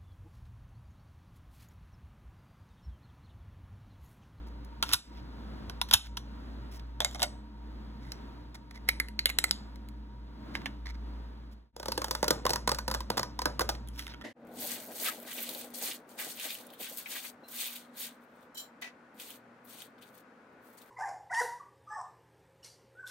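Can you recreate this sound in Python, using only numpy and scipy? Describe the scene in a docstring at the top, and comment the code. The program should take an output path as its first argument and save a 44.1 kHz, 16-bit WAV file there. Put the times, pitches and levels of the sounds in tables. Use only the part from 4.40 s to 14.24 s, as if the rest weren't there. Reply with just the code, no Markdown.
"""An appliance hums, whirrs and stirs the air in a small room: a slow sine, narrow noise bands, broad noise.
Toy food slices, then a hollow bun, are dropped and rubbed: short noise cracks with ringing modes, and scuffs.
Long nails click on a hollow toy can, which is then set down on the tray. Soft bumps thud through the table.
Everything fades to silence and back; then nails drum, slide and catch on a lunch box lid, over dull pad noise.
Two close microphone ports hear it all, the left one slightly earlier over most of the range."""
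import sys
import numpy as np
from scipy import signal
from scipy.fft import rfft, irfft, next_fast_len
from scipy.io import wavfile
from scipy.ndimage import map_coordinates

SR = 44100
rng = np.random.default_rng(int(sys.argv[2]) if len(sys.argv) > 2 else 0)


def generate_wav(signal):
    """Clip the signal to [-1, 1] and save it as 16-bit WAV at the path in sys.argv[1]."""
    frames = np.transpose(np.atleast_2d(signal))
    scaled = np.clip(frames, -1, 1) * 32767
    pcm = np.round(scaled).astype(np.int16)
    wavfile.write(sys.argv[1], SR, pcm)


N = 433944
SIDES = np.array([[.5], [-.5]])  # a left-right difference is shared half and half


def amp(db):
    """Decibels to gain."""
    return 10 ** (np.asarray(db) / 20)


def unit(x):
    """Scale to rms 1."""
    return x / np.sqrt(np.mean(x ** 2) + 1e-20)


def along(points, hz):
    """Read a value between (f/Hz, value) points on a log frequency axis."""
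    f, value = np.transpose(points)
    return np.interp(np.log(hz + 1), np.log(f + 1), value)


def curve(rows):
    """Join (t/s, value) rows into one value per sample."""
    return np.interp(np.arange(N) / SR, *np.transpose(rows))


def wobble(rate, size):
    """A smooth random curve through `rate` random knots a second."""
    knots = rng.standard_normal(int(size * rate / SR) + 4)
    return map_coordinates(knots, [np.arange(size) * rate / SR])


def filtered(x, response):
    """Shape x with a (possibly complex) response of frequency."""
    n = x.shape[-1]
    padded = next_fast_len(n + 2048)
    spectrum = rfft(x, padded) * response(np.fft.rfftfreq(padded, 1 / SR))
    return irfft(spectrum, padded)[..., :n]


def noise(spectrum, shape):
    """Coloured noise of rms 1."""
    return unit(filtered(rng.standard_normal(shape), lambda hz: amp(along(spectrum, hz))))


def paired(two, alike):
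    """Blend two unrelated signals into left and right of a given likeness."""
    def shares(hz):
        turn = np.arccos(np.clip(along(alike, hz), -1, 1)) / 2
        return np.array([np.cos(turn), np.sin(turn)])

    mid, side = filtered(two, shares)
    return np.array([mid + side, mid - side])


def add(track, s, sound):
    """Mix a sound into the track at s seconds."""
    place = track[..., max(round(s * SR), 0):][..., :sound.shape[-1]]
    place += sound[..., :place.shape[-1]]


def band(edges):
    """A band filter between two edges in Hz."""
    return signal.butter(3, edges, 'band', fs=SR, output='sos')


# how the hum swells and sinks, before its overall gain: (t/s, level/dB)
HUM_SWELL = [(0.0, -44), (0.48, -47.5), (2.24, -43.5), (2.88, -46), (3.08, -51.5), (3.32, -44.5),
             (4.28, -51.5), (4.48, -43), (5.2, -48.5), (5.84, -44), (6.04, -51), (6.64, -40.5),
             (7.68, -47.5), (8.6, -40), (8.76, -53.5), (9.08, -43), (9.52, -44), (9.8, -54.5)]


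def hum(gain_db):
    """The motor's hum: a sine whose loudness and phase wander slowly."""
    t = np.arange(N) / SR
    level = amp(curve(HUM_SWELL) + gain_db + 1.1 * wobble(10, N))
    return level * np.sqrt(2) * np.sin(2 * np.pi * 57.6 * t + 0.4 * wobble(1.9, N))


# narrow bands of the appliance's whirr: (f/Hz, level/dB, width/Hz)
WHIRR_BANDS = [(122.6, -60, 5.4), (212, -57, 7), (293.6, -62, 7), (937, -64, 32)]


def whirr():
    """Each whirring band is a sine and cosine with randomly wandering strengths."""
    t, track = np.arange(N) / SR, np.zeros(N)
    for hz, db, width in WHIRR_BANDS:
        sine = wobble(2 * width, N) * np.sin(2 * np.pi * hz * t)
        cosine = wobble(2 * width, N) * np.cos(2 * np.pi * hz * t)
        track += amp(db) * unit(sine + cosine)
    return track


# colour of the moving air, relative: (f/Hz, level/dB per Hz)
AIR_COLOUR = [(20, -20.5), (40, -5), (90, -4.5), (140, -4), (260, -0.5), (400, -10), (620, -13.5),
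              (800, -15.5), (1000, -14.5), (1500, -17.5), (2500, -27), (4500, -26.5), (6500, -42),
              (15500, -47)]
# how alike the air sounds left and right: (f/Hz, likeness up to 1)
AIR_LIKENESS = [(100, 0.91), (280, 0.77), (450, 0.3), (800, 0.24), (1500, 0.14), (2600, 0.27), (4000, 1),
                (15000, 1)]


def moving_air(level_db):
    """Moving air: broad noise that slowly swells, partly different left and right."""
    return amp(level_db + 2.5 * wobble(4.2, N)) * unit(paired(noise(AIR_COLOUR, (2, N)), AIR_LIKENESS))


# brief dips in the background level: (t/s, depth/dB)
BACKGROUND_DIPS = [(0.625, 14), (1.614, 8.5)]


def appliance(air_db, hum_db):
    """The background: hum, whirr and air together, with brief dips in level."""
    t = np.arange(N) / SR
    half_width_s = 0.061
    dip_db = sum(depth * np.exp(-((t - s) / half_width_s) ** 2) for s, depth in BACKGROUND_DIPS)
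    return (hum(hum_db) + whirr() + moving_air(air_db)) * amp(-dip_db)


# how alike cracks and scrapes sound left and right: (f/Hz, likeness up to 1)
CONTACT_LIKENESS = [(200, 0.87), (700, 0.19), (1200, 1), (2600, 0.21), (4000, 0.98), (15000, 0.96)]


def rubs(strokes, spectrum, grain_db, scuff_db):
    """Skin and plastic catch and slip: tiny grains, bunched into scuffs under each stroke."""
    track = np.zeros((2, N))
    scrape_and_hiss = [band([500, 6000]), band([6000, 16500])]
    for s, length, scrape_db, hiss_db in strokes:
        n = int(max(length, .005) * SR)  # no stroke is shorter than 5 ms
        grip = amp(grain_db * wobble(350, n) + scuff_db * wobble(41, n)) * signal.windows.tukey(n, .5)
        grains = paired(noise(spectrum, (2, n)), CONTACT_LIKENESS) * grip
        for sos, db in zip(scrape_and_hiss, (scrape_db, hiss_db)):
            add(track, s, amp(db) * unit(signal.sosfilt(sos, grains)))
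    return track


# fingers and pieces sliding or catching: (t/s, length/s, scrape level/dB, hiss level/dB)
HAND_STROKES = [(0.064, 0.028, -69, -69.5), (.246, 0.0043, -64, -59), (.445, .09, -50, -56.5),
                (.522, 0.026, -41.5, -41.5), (.61, 0.22, -67, -78), (.765, 0.044, -65, -79),
                (1.483, 0.026, -52, -56), (1.56, 0.15, -62, -73), (1.657, 0.019, -56, -61),
                (2.305, 0.082, -61.5, -60.5), (2.394, 0.0068, -52, -60.5), (2.66, 0.12, -66.5, -64),
                (7.11, 0.036, -63, -62.5), (7.363, 0.67, -70, -67), (9.346, 0.015, -50, -60),
                (9.52, 0.18, -55.5, -56.5), (9.65, .1, -55.5, -70)]
# colour of the sliding: (f/Hz, level/dB)
HAND_SCRAPE = [(500, -10.5), (1500, -2.5), (2200, -3.5), (3500, -1.5), (5400, -2.5), (6600, -16),
               (15000, -17.5), (16000, -24)]


def hand_rubs():
    """Fingers and pieces slide or catch, each stroke a grainy noise."""
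    return rubs(HAND_STROKES, HAND_SCRAPE, grain_db=3, scuff_db=4.0)


FOOD_ROUGH, LID_ROUGH, CAN_ROUGH = .025, .028, .009  # how far contact jostles the modes, share of pitch
JOSTLE_HZ, CHATTER_HZ = 500, 1500  # how fast a loose contact shifts and chatters


def ring(modes, t, swell_cycles, detune, scatter_db, port_spread, rough):
    """The struck thing rings in several modes, each swelling up and dying away at its own pace."""
    hz, mode_db, life = np.transpose(modes)[:, :, None]
    strength, shift, phase = rng.standard_normal((3, len(modes), 1))
    # one push starts all modes, neighbours in opposite directions (phases in turns)
    opposite = np.argsort(np.argsort(hz, axis=0), axis=0) / 2
    # the modes start a little out of step, and differently at each port
    phase = opposite + .12 * phase + port_spread * rng.standard_normal((2, len(modes), 1))
    # the grip shifts the modes and loose contact jostles them; enclosed air, ringing longer, is left alone
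    jostle = np.array([wobble(JOSTLE_HZ, len(t)) for _ in modes])
    pitch = hz * (1 + (detune * shift + rough * jostle) * (life < .12))
    swell = 1 - np.exp(-(t * hz / swell_cycles) ** 2)  # low modes take longer to get moving
    fading = amp(mode_db + scatter_db * strength - 60 * t / life)
    waves = np.sin(2 * np.pi * (np.cumsum(pitch, axis=1) / SR + phase))
    return (fading * swell * waves).sum(axis=1)


def crack_noise(crack, t, crack_db, crack_t60, tick_db, tick_t60, chatter_db):
    """A sharp first tick, then surfaces chatter together as the dense upper modes die away."""
    chatter = unit(amp(chatter_db * wobble(CHATTER_HZ, len(t))))
    tick = amp(tick_db - 60 * t / tick_t60)
    burst = (tick + chatter * amp(crack_db - 60 * t / crack_t60)) * (1 - np.exp(-t / 0.00058))
    return burst * paired(noise(crack, (2, len(t))), CONTACT_LIKENESS)


# edges between the registers thump, knock, clack, click and snap: (f/Hz)
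REGISTER_EDGES = [160, 740, 1700, 2900, 6500, 16500]


def contacts(hits, crack, crack_db, crack_t60, tick_db, tick_t60, swell_cycles, detune, scatter_db,
             port_spread, rough, chatter_db, lag_s, push_db):
    """Each hit (t/s, levels of the five registers/dB, modes) pushes, cracks and rings the shell."""
    track, t = np.zeros((2, N)), np.arange(SR // 6) / SR
    bands = [band(edges) for edges in zip(REGISTER_EDGES, REGISTER_EDGES[1:])]
    blow = SR // 100  # levels hold for the first 10 ms
    for s, levels_db, modes in hits:
        push = amp(push_db) * np.exp(-t / .00015)
        sound = push + ring(modes, t, swell_cycles, detune, scatter_db, port_spread, rough)
        sound = sound + crack_noise(crack, t, crack_db, crack_t60, tick_db, tick_t60, chatter_db)
        # bending waves are slow in the bass: the thump comes lag_s late, higher registers sooner
        for sos, db, edge in zip(bands, levels_db, REGISTER_EDGES):
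            part = signal.sosfilt(sos, sound)
            level = np.sqrt(np.mean(part[:, :blow] ** 2))
            add(track, s + lag_s * REGISTER_EDGES[0] / edge, amp(db) * part / level)
    return track


# each voice at brightness 0: (thump level/dB, knock level/dB, clack level/dB, click level/dB, snap level/dB)
VOICES = {"slice": (-15, -3, -2.5, 3.5, -4), "bun": (-8.5, -2, -1, 4, -4), "tray": (-7, 0.5, 6.5, -3, -15),
          "catch": (-16, -10, -1.5, -2, -8)}


def drops(rows, name, modes):
    """Brightness tilts a voice towards the treble: an edge or nail tip is bright, a flat landing dull."""
    voice = np.array(VOICES[name])
    tilt = np.linspace(-.5, .5, len(voice))
    return [(s, db + voice + bright_db * tilt, modes) for s, db, bright_db in rows]


# lettuce and tomato slices dropped on the stack: (t/s, strength level/dB, brightness/dB)
SLICE_DROPS = [(.4262, -29.5, -0.5), (.4338, -37.5, -10), (.491, -43.5, -4.5), (.4985, -50.5, -6),
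               (.504, -49.5, -5), (.5145, -43, -12.5), (.5235, -43.5, 8.5), (.5285, -39.5, -1),
               (.5336, -30.5, 20.5), (.5361, -32.5, 8.5), (.5425, -35, 11), (1.2969, -45, -3.5),
               (1.4143, -31, -2.5), (1.5109, -32.5, 3), (1.5275, -36, -5), (1.5339, -37, 19),
               (1.5364, -25, 19), (1.5389, -27, 13.5), (1.5412, -30.5, 5), (1.5441, -37.5, -1),
               (1.7702, -42, -3), (1.7731, -43.5, -1)]
# what a slice rings: (f/Hz, level/dB, t60/s)
SLICE_MODES = [(964, 4.5, 0.035), (1120, 5, 0.028), (1392, 4, 0.03), (1616, -3.5, 0.023),
               (2700, -5.5, 0.016), (3120, 7.5, 0.016), (3420, 7.5, .018), (3610, 4, 0.026),
               (3860, 5.5, 0.029), (4930, 1.5, 0.017), (5600, -1, 0.013), (7300, 5, 0.01),
               (11100, 4, 0.0065)]
# colour of the crack of toy food, also used for tray and catching nails: (f/Hz, level/dB)
FOOD_CRACK_COLOUR = [(200, -22), (700, -5), (1800, -13), (3500, 1.5), (5300, 5.5), (6800, -7), (9000, 0.5),
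                     (14000, -2.5), (16000, -17)]


def slice_drops():
    """Plastic slices clatter on the stack: short noise cracks over quickly fading modes."""
    return contacts(drops(SLICE_DROPS, "slice", SLICE_MODES), FOOD_CRACK_COLOUR,
                    crack_db=17, crack_t60=0.019, tick_db=24, tick_t60=0.0043, swell_cycles=0.99,
                    detune=0.038, scatter_db=4.0, port_spread=.05, rough=FOOD_ROUGH, chatter_db=5.5,
                    lag_s=0.00026, push_db=14)


def diffused(x):
    """A ring reaches the room smeared in pitch, so the echo is a hiss and not a note."""
    size = x.shape[1]
    drift = np.cumsum(.06 * wobble(JOSTLE_HZ, size))  # pitch spread as a share
    return np.array([map_coordinates(side, [np.arange(size) + drift]) for side in x])


# how long the room's tail rings: (f/Hz, t60/s)
ROOM_DECAY = [(200, 0.69), (1000, 0.27), (4000, 0.29), (8000, 0.32), (15000, 0.086)]


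def room(x, near_db, near_t60, tail_db):
    """Quick scatter from table and backdrop, then a faint tail, in a random echo pattern."""
    out, step = np.zeros((2, N)), SR // 16  # the pattern is renewed 16 times a second
    for start in range(0, N, step):
        piece = x[:, start:start + step]
        if np.abs(piece).max() < 1e-3:  # too quiet to echo
            continue
        hz, frame_t, z = signal.stft(rng.standard_normal((2, SR // 2)), SR, nperseg=256)
        decay = amp(-60 * frame_t / along(ROOM_DECAY, hz)[:, None])
        tail = signal.istft(z * decay, SR, nperseg=256)[1]
        t = np.arange(tail.shape[1]) / SR
        near = rng.standard_normal(tail.shape) * amp(-60 * t / near_t60) * (t > .002)
        tail = tail * (1 - np.exp(-t / 0.0017))
        answer = amp(near_db) * near / np.linalg.norm(near[0])
        answer = answer + amp(tail_db) * tail / np.linalg.norm(tail[0])
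        smeared = diffused(np.pad(piece, ((0, 0), (0, 256))))
        add(out, start / SR, signal.fftconvolve(smeared, answer, axes=1))
    return out


# how alike echoes and finger pads sound left and right: (f/Hz, likeness up to 1)
ROOM_LIKENESS = [(200, 0.93), (700, 1), (2500, 0.74), (4000, 1), (15000, 1)]


def echoes(toys, can, lid):
    """Toys, can and lid each get their own scatter and tail."""
    mixed = room(toys, near_db=-12.5, near_t60=0.091, tail_db=-19.0)
    mixed = mixed + room(can, near_db=-15.5, near_t60=0.063, tail_db=-17.5)
    mixed = mixed + room(lid, near_db=-14.5, near_t60=0.14, tail_db=-15.5)
    return paired(mixed, ROOM_LIKENESS)


# soft bumps on the table, before the thud is doubled: (t/s, level/dB)
TABLE_BUMPS = [(.53, -46.5), (1.274, -45.5), (1.541, -41.5), (2.372, -50), (3.665, -48), (9.199, -40.5)]


def bumps(table_hz, t60):
    """The hand's weight thuds through the table: low noise that swells and dies away."""
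    track, t = np.zeros(N), np.arange(SR // 4) / SR
    for s, db in TABLE_BUMPS:
        thud = noise([(20, -26), (table_hz, 0), (220, -30), (3000, -120)], len(t))
        add(track, s, amp(db - 60 * t / t60) * (1 - np.exp(-t / 0.0051)) * 2 * thud)
    return track


# the hollow bun settling on top: (t/s, strength level/dB, brightness/dB)
BUN_DROPS = [(2.604, -32.5, -2), (2.6188, -43, -10), (2.6468, -32.5, 9.5), (2.6612, -50.5, -17),
             (2.7115, -60, 4), (2.747, -46, -6), (2.7565, -56, -16), (2.7948, -48, -7), (2.8013, -47, 0.5),
             (2.8115, -56, 7), (2.8193, -35, -6.5), (2.8288, -34.5, 17), (2.8314, -33.5, 0.5),
             (2.8368, -40, -8), (2.8445, -51, -14)]
# what the bun rings: (f/Hz, level/dB, t60/s)
BUN_MODES = [(556, 4, 0.034), (603, -1.5, 0.13), (698, 1.5, 0.066), (818.6, 0, 0.035), (1453, -7.5, 0.049),
             (2140, 3.5, 0.07), (3180, 0, 0.07), (3690, 10.5, 0.044), (3950, -23, 0.053), (6170, 0, 0.011),
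             (7700, 15, .01)]


def bun_drops():
    """The hollow bun settles: cracks with a longer, lower ring than the slices."""
    return contacts(drops(BUN_DROPS, "bun", BUN_MODES), FOOD_CRACK_COLOUR,
                    crack_db=17.0, crack_t60=0.02, tick_db=33.0, tick_t60=0.0031, swell_cycles=0.44,
                    detune=0.014, scatter_db=4.5, port_spread=0.025, rough=FOOD_ROUGH, chatter_db=0.5,
                    lag_s=0.00034, push_db=16)


# the bun's rim on the slice below: (t/s, length/s, scrape level/dB, hiss level/dB)
BUN_STROKES = [(2.608, 0.033, -47.5, -59), (2.652, .1, -56, -69), (2.745, .025, -49.5, -56),
               (2.77, .04, -56.5, -67), (2.811, 0.038, -44.5, -61)]
# colour of the grinding: (f/Hz, level/dB)
BUN_GRIND = [(400, -10), (580, 5), (800, 5), (1100, -7), (1500, -5.5), (2600, -14), (3800, -0.5),
             (4700, -12), (6300, -5), (15000, -27)]


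def bun_rubs():
    """The bun's rim grinds on the slice below, a coarse grainy noise."""
    return rubs(BUN_STROKES, BUN_GRIND, grain_db=5.5, scuff_db=2.0)


# fingers shifting on the hollow can: (t/s, length/s, scrape level/dB, hiss level/dB)
CAN_STROKES = [(3.591, .2, -67, -74.5), (4.142, 0.021, -51, -56), (4.308, .006, -49.5, -57.5),
               (4.338, 0.047, -55, -66), (4.476, 0.019, -50, -60), (4.886, .022, -43, -46),
               (5.075, .025, -52, -60), (6.135, 0.049, -52, -64), (6.452, 0.037, -47.5, -63),
               (6.484, 0.032, -51.5, -63.5), (6.54, 0.02, -58, -74)]
# colour of fingers on the can: (f/Hz, level/dB)
CAN_RUB_COLOUR = [(1200, -7), (1750, -5), (2060, 5), (2600, -17), (3400, -8), (4200, -5), (5400, -7.5),
                  (6600, -18.5), (10500, -19.5), (16000, -28.5)]


def can_rubs():
    """Fingers shift on the hollow can, a grainy noise with its own colour."""
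    return rubs(CAN_STROKES, CAN_RUB_COLOUR, grain_db=4, scuff_db=2.5)


# nails on the can: (t/s, hollow level/dB, wall level/dB, wall f/Hz, nail snap level/dB)
CAN_CLICKS = [(3.7195, -47.5, -39, 4270, -51), (4.4882, -20.5, -28, 4630, -27),
              (4.4922, -31.5, -31.5, 3900, -50), (4.5997, -25, -31.5, 4830, -35.5),
              (4.685, -45, -45, 4450, -51.5), (4.7912, -37, -25.5, 4410, -44.5),
              (4.857, -25, -20.5, 4473, -27), (4.868, -37, -43, 4430, -46), (4.8926, -39, -41, 4500, -52),
              (4.8993, -32.5, -52, 4543, -40.5), (4.9865, -24.5, -22, 5500, -25.5),
              (5.0407, -25, -27, 4334, -28), (5.11, -38.5, -22.5, 5310, -33.5),
              (5.3582, -60, -58, 4240, -65), (5.487, -72, -57, 4800, -58.5)]
# modes of the can, wherever it is struck: (f/Hz, level/dB, t60/s)
CAN_MODES = [(546, 4, 0.008), (2116, 17.5, 0.023), (3210, -2, 0.0085), (4030, 5, 0.016), (5370, 4, .01),
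             (8070, 7.5, 0.006), (10980, 1, 0.0052)]
# colour of a nail's crack on the can: (f/Hz, level/dB)
CAN_CRACK_COLOUR = [(200, -3), (550, 11), (850, -23), (1400, 9), (2200, -19), (2900, -20), (4500, 5),
                    (6400, -2.5), (8300, 2.5), (11000, 6.5), (15000, 2), (16000, -19)]


def can_taps():
    """Nails on the can: the same hollow modes each time, and a wall ring that depends on the spot."""
    taps = []
    for s, hollow, wall, wall_hz, snap in CAN_CLICKS:
        low = (hollow + wall) / 2
        levels_db = [low - 18.5, low - 9, hollow, wall, snap]
        taps.append((s, levels_db, CAN_MODES + [(wall_hz, 14, .01)]))  # wall ring: Hz, dB, t60 in s
    return contacts(taps, CAN_CRACK_COLOUR,
                    crack_db=10.0, crack_t60=0.016, tick_db=23, tick_t60=0.0017, swell_cycles=0.92,
                    detune=0.0073, scatter_db=6.0, port_spread=0.025, rough=CAN_ROUGH, chatter_db=3,
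                    lag_s=0.00014, push_db=11)


# the can set down on the tray: (t/s, strength level/dB, brightness/dB)
TRAY_DROPS = [(6.1519, -40, 4.5), (6.1555, -55, -13), (6.217, -62, 11), (6.2582, -42, 10),
              (6.2635, -50, -1)]
# what the tray rings: (f/Hz, level/dB, t60/s)
TRAY_MODES = [(1130, -15, 0.038), (1690, -4, 0.021), (2180, 9, 0.012), (3070, -11, 0.019),
              (3740, 3.5, 0.047)]


def tray_drops():
    """The can is set down: a few soft cracks ring the tray."""
    return contacts(drops(TRAY_DROPS, "tray", TRAY_MODES), FOOD_CRACK_COLOUR,
                    crack_db=8, crack_t60=0.039, tick_db=25.0, tick_t60=0.0035, swell_cycles=0.29,
                    detune=0.028, scatter_db=8.5, port_spread=0.044, rough=FOOD_ROUGH, chatter_db=2,
                    lag_s=0.00053, push_db=13)


def fade():
    """A straight fade down to silence between toys and box, and a quicker one back up."""
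    silent_s, fade_out_s, fade_in_s = 7.323, 0.51, 0.22
    since = np.arange(N) / SR - silent_s
    return np.minimum(np.maximum(-since / fade_out_s, since / fade_in_s), 1)


# nails on the lid: (t/s, thump level/dB, knock level/dB, nail click level/dB, struck spot f/Hz)
LID_DRUMMING = [(7.3638, -30, -38, -34.5, 935), (7.398, -33, -40, -36, 940),
                (7.4292, -43.5, -37.5, -39, 890), (7.4576, -38, -36, -36, 900),
                (7.483, -31, -36, -34.5, 900), (7.5191, -46.5, -36, -32, 860),
                (7.5771, -31.5, -33.5, -33.5, 914), (7.6176, -41.5, -33.5, -38.5, 1057),
                (7.6433, -45, -35, -33.5, 870), (7.682, -44, -45.5, -46, 870),
                (7.7099, -36, -34.5, -29, 970), (7.7505, -43.5, -34.5, -33.5, 860),
                (7.8288, -25.5, -29, -32.5, 917), (7.842, -44, -33, -34, 980),
                (7.8802, -31, -34, -27.5, 884), (7.906, -24.5, -26.5, -23.5, 921),
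                (8.0527, -27.5, -30.5, -33.5, 911), (8.0648, -56, -25.5, -31.5, 1010),
                (8.094, -35, -39, -32, 855), (8.1049, -30.5, -35, -30, 920), (8.1333, -41, -34, -29.5, 970),
                (8.158, -44, -32.5, -32.5, 975), (8.2754, -30.5, -26.5, -28.5, 925),
                (8.2923, -40.5, -29.5, -31, 1040), (8.3167, -33.5, -30.5, -30, 840),
                (8.3463, -65, -44, -37.5, 960), (8.3864, -57, -35.5, -35, 940),
                (8.4794, -34, -33, -33, 973), (8.5, -59, -46, -46, 1210), (8.513, -45, -34, -34.5, 1020),
                (8.54, -55, -35, -39, 990), (8.5468, -37.5, -34.5, -34, 889),
                (8.605, -49, -38.5, -41.5, 1030), (8.7015, -30, -29.5, -31.5, 935),
                (8.717, -49, -46, -52, 910), (8.771, -38, -36.5, -37, 905), (8.7776, -35.5, -30, -30, 880),
                (8.794, -37, -32.5, -34, 995), (8.8306, -47, -35, -35.5, 974),
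                (8.9906, -46, -32, -38, 1005), (9.0179, -45, -35.5, -37, 1020),
                (9.0564, -30, -27, -28.5, 954), (9.1937, -35, -29, -31, 1030),
                (9.208, -36, -31, -34.5, 960), (9.2144, -30.5, -34, -34.5, 790),
                (9.291, -34, -31.5, -30.5, 860), (9.2974, -44.5, -38, -37, 960)]
# how the lid radiates: (thump level/dB, knock level/dB, clack level/dB, click level/dB, snap level/dB)
LID_RADIATION = (-0.5, 0, -10.5, -1.5, -4)
# modes of the lid; the last four are the air in the box, ringing on faintly: (f/Hz, level/dB, t60/s)
LID_MODES = [(188.3, -13, .027), (308, 0, 0.034), (527, 7.5, 0.026), (608, 2, 0.026), (826, -3.5, .022),
             (1165, 1.5, .022), (1470, -7.5, 0.069), (2022, -8, 0.034), (3566, 2.5, 0.025),
             (4620, -2, 0.0126), (8460, 4.5, 0.0042), (533, -14, .19), (603.6, -13.5, 0.2), (975, -19, 0.2),
             (1234, -17, 0.15)]
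# colour of a nail's crack on the lid: (f/Hz, level/dB)
LID_CRACK_COLOUR = [(200, -7), (900, -10.5), (2800, -5.5), (3800, 1.5), (4400, 11), (5300, 5), (6500, -10),
                    (8300, -11), (12000, -11.5), (15000, -13), (16000, -34)]


def drumming():
    """Nails drum on the lid: each tap has its own spot and its own share of thump, knock and click."""
    taps = []
    for s, thump, knock, click, spot_hz in LID_DRUMMING:
        levels_db = np.add(LID_RADIATION, [thump, knock, (knock + click) / 2, click, click])
        taps.append((s, levels_db, LID_MODES + [(spot_hz, 11, 0.026)]))  # spot ring: Hz, dB, t60 in s
    return contacts(taps, LID_CRACK_COLOUR,
                    crack_db=15.5, crack_t60=0.02, tick_db=21, tick_t60=0.0014, swell_cycles=0.75,
                    detune=.035, scatter_db=3.5, port_spread=0.084, rough=LID_ROUGH, chatter_db=3.5,
                    lag_s=0.00092, push_db=18)


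# colour of finger pads on the lid, relative: (f/Hz, level/dB per Hz)
PAD_COLOUR = [(60, -21.5), (120, 6.5), (300, -19), (550, -4), (1100, -11.5), (2500, -22.5), (9000, -47)]


def pads(level_db, grain_db, t60):
    """After each nail the finger's pad lands and rolls on the hollow lid: a dull, grainy thrum."""
    power, t = np.zeros(N), np.arange(SR // 2) / SR
    for s, thump_db, knock_db, *_ in LID_DRUMMING:
        press = amp((thump_db + knock_db) / 2 - 60 * t / t60) * (1 - np.exp(-t / 0.012))
        add(power, s, press ** 2)
    thrum = unit(paired(noise(PAD_COLOUR, (2, N)), ROOM_LIKENESS) * amp(grain_db * wobble(150, N)))
    return amp(level_db) * np.sqrt(power) * thrum


# nails catching as the fingers slide over the lid: (t/s, strength level/dB, brightness/dB)
NAIL_CATCHES = [(9.4743, -65, 26), (9.4862, -62, 36), (9.5925, -42.5, 13), (9.597, -51, 0),
                (9.6235, -54, 6), (9.667, -45, -1), (9.6785, -50, 2), (9.7375, -51.5, -16),
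                (9.7435, -51, -22.5), (9.812, -50, -20), (9.817, -54, -14), (9.822, -53.5, -14)]
# what a catching nail rings: (f/Hz, level/dB, t60/s)
CATCH_MODES = [(1330, 8, 0.0186), (2020, 5, 0.021), (2830, -7.5, 0.0155), (3410, 10, .014)]


def lid_catches():
    """Sliding nails catch on the lid: small cracks with a short ring."""
    return contacts(drops(NAIL_CATCHES, "catch", CATCH_MODES), FOOD_CRACK_COLOUR,
                    crack_db=8, crack_t60=0.0145, tick_db=21, tick_t60=.003, swell_cycles=.6,
                    detune=0.054, scatter_db=1.5, port_spread=0.071, rough=LID_ROUGH, chatter_db=5.5,
                    lag_s=.0003, push_db=8.5)


# direct sound, left minus right: (f/Hz, level/dB)
LEFT_RIGHT_BALANCE = [(300, 3), (700, -6), (1100, 0), (2000, -7), (2600, -4.5), (3300, -0.5)]


def scene():
    """Toys and lunch box close by, mostly a little to the right, in the humming room."""
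    toys = slice_drops() + bun_drops() + tray_drops() + hand_rubs() + bun_rubs() + can_rubs()
    can = can_taps()
    lid = drumming() + lid_catches()
    direct = filtered(toys + can + lid, lambda hz: amp(SIDES * along(LEFT_RIGHT_BALANCE, hz)))
    hands = bumps(table_hz=65.47, t60=0.15) + pads(level_db=-13.0, grain_db=2, t60=0.41)
    background = appliance(air_db=-51.0, hum_db=1.0)
    return fade() * (direct + echoes(toys, can, lid) + hands + background)


# how far the left port leads the right: (f/Hz, phase/radians)
LEFT_LEAD = [(0, -1.5), (60, 0.24), (250, 0.24), (600, 1.15), (1000, 1.1), (1400, 0.48), (2200, 2),
             (3400, 1.37), (4700, 3), (15200, 19)]


def record(dry):
    """Loud peaks are rounded off, the ports are set out of step, and the top treble is cut steeply."""
    rounded = dry / (1 + (dry / .65) ** 6) ** (1 / 6)
    top_hz = 16500

    def ports(hz):
        lead = np.exp(1j * SIDES * np.interp(hz, *np.transpose(LEFT_LEAD)))
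        return lead / (1 + (hz / top_hz) ** 120)

    return filtered(rounded, ports)


dry = scene()
out = record(dry)
generate_wav(out)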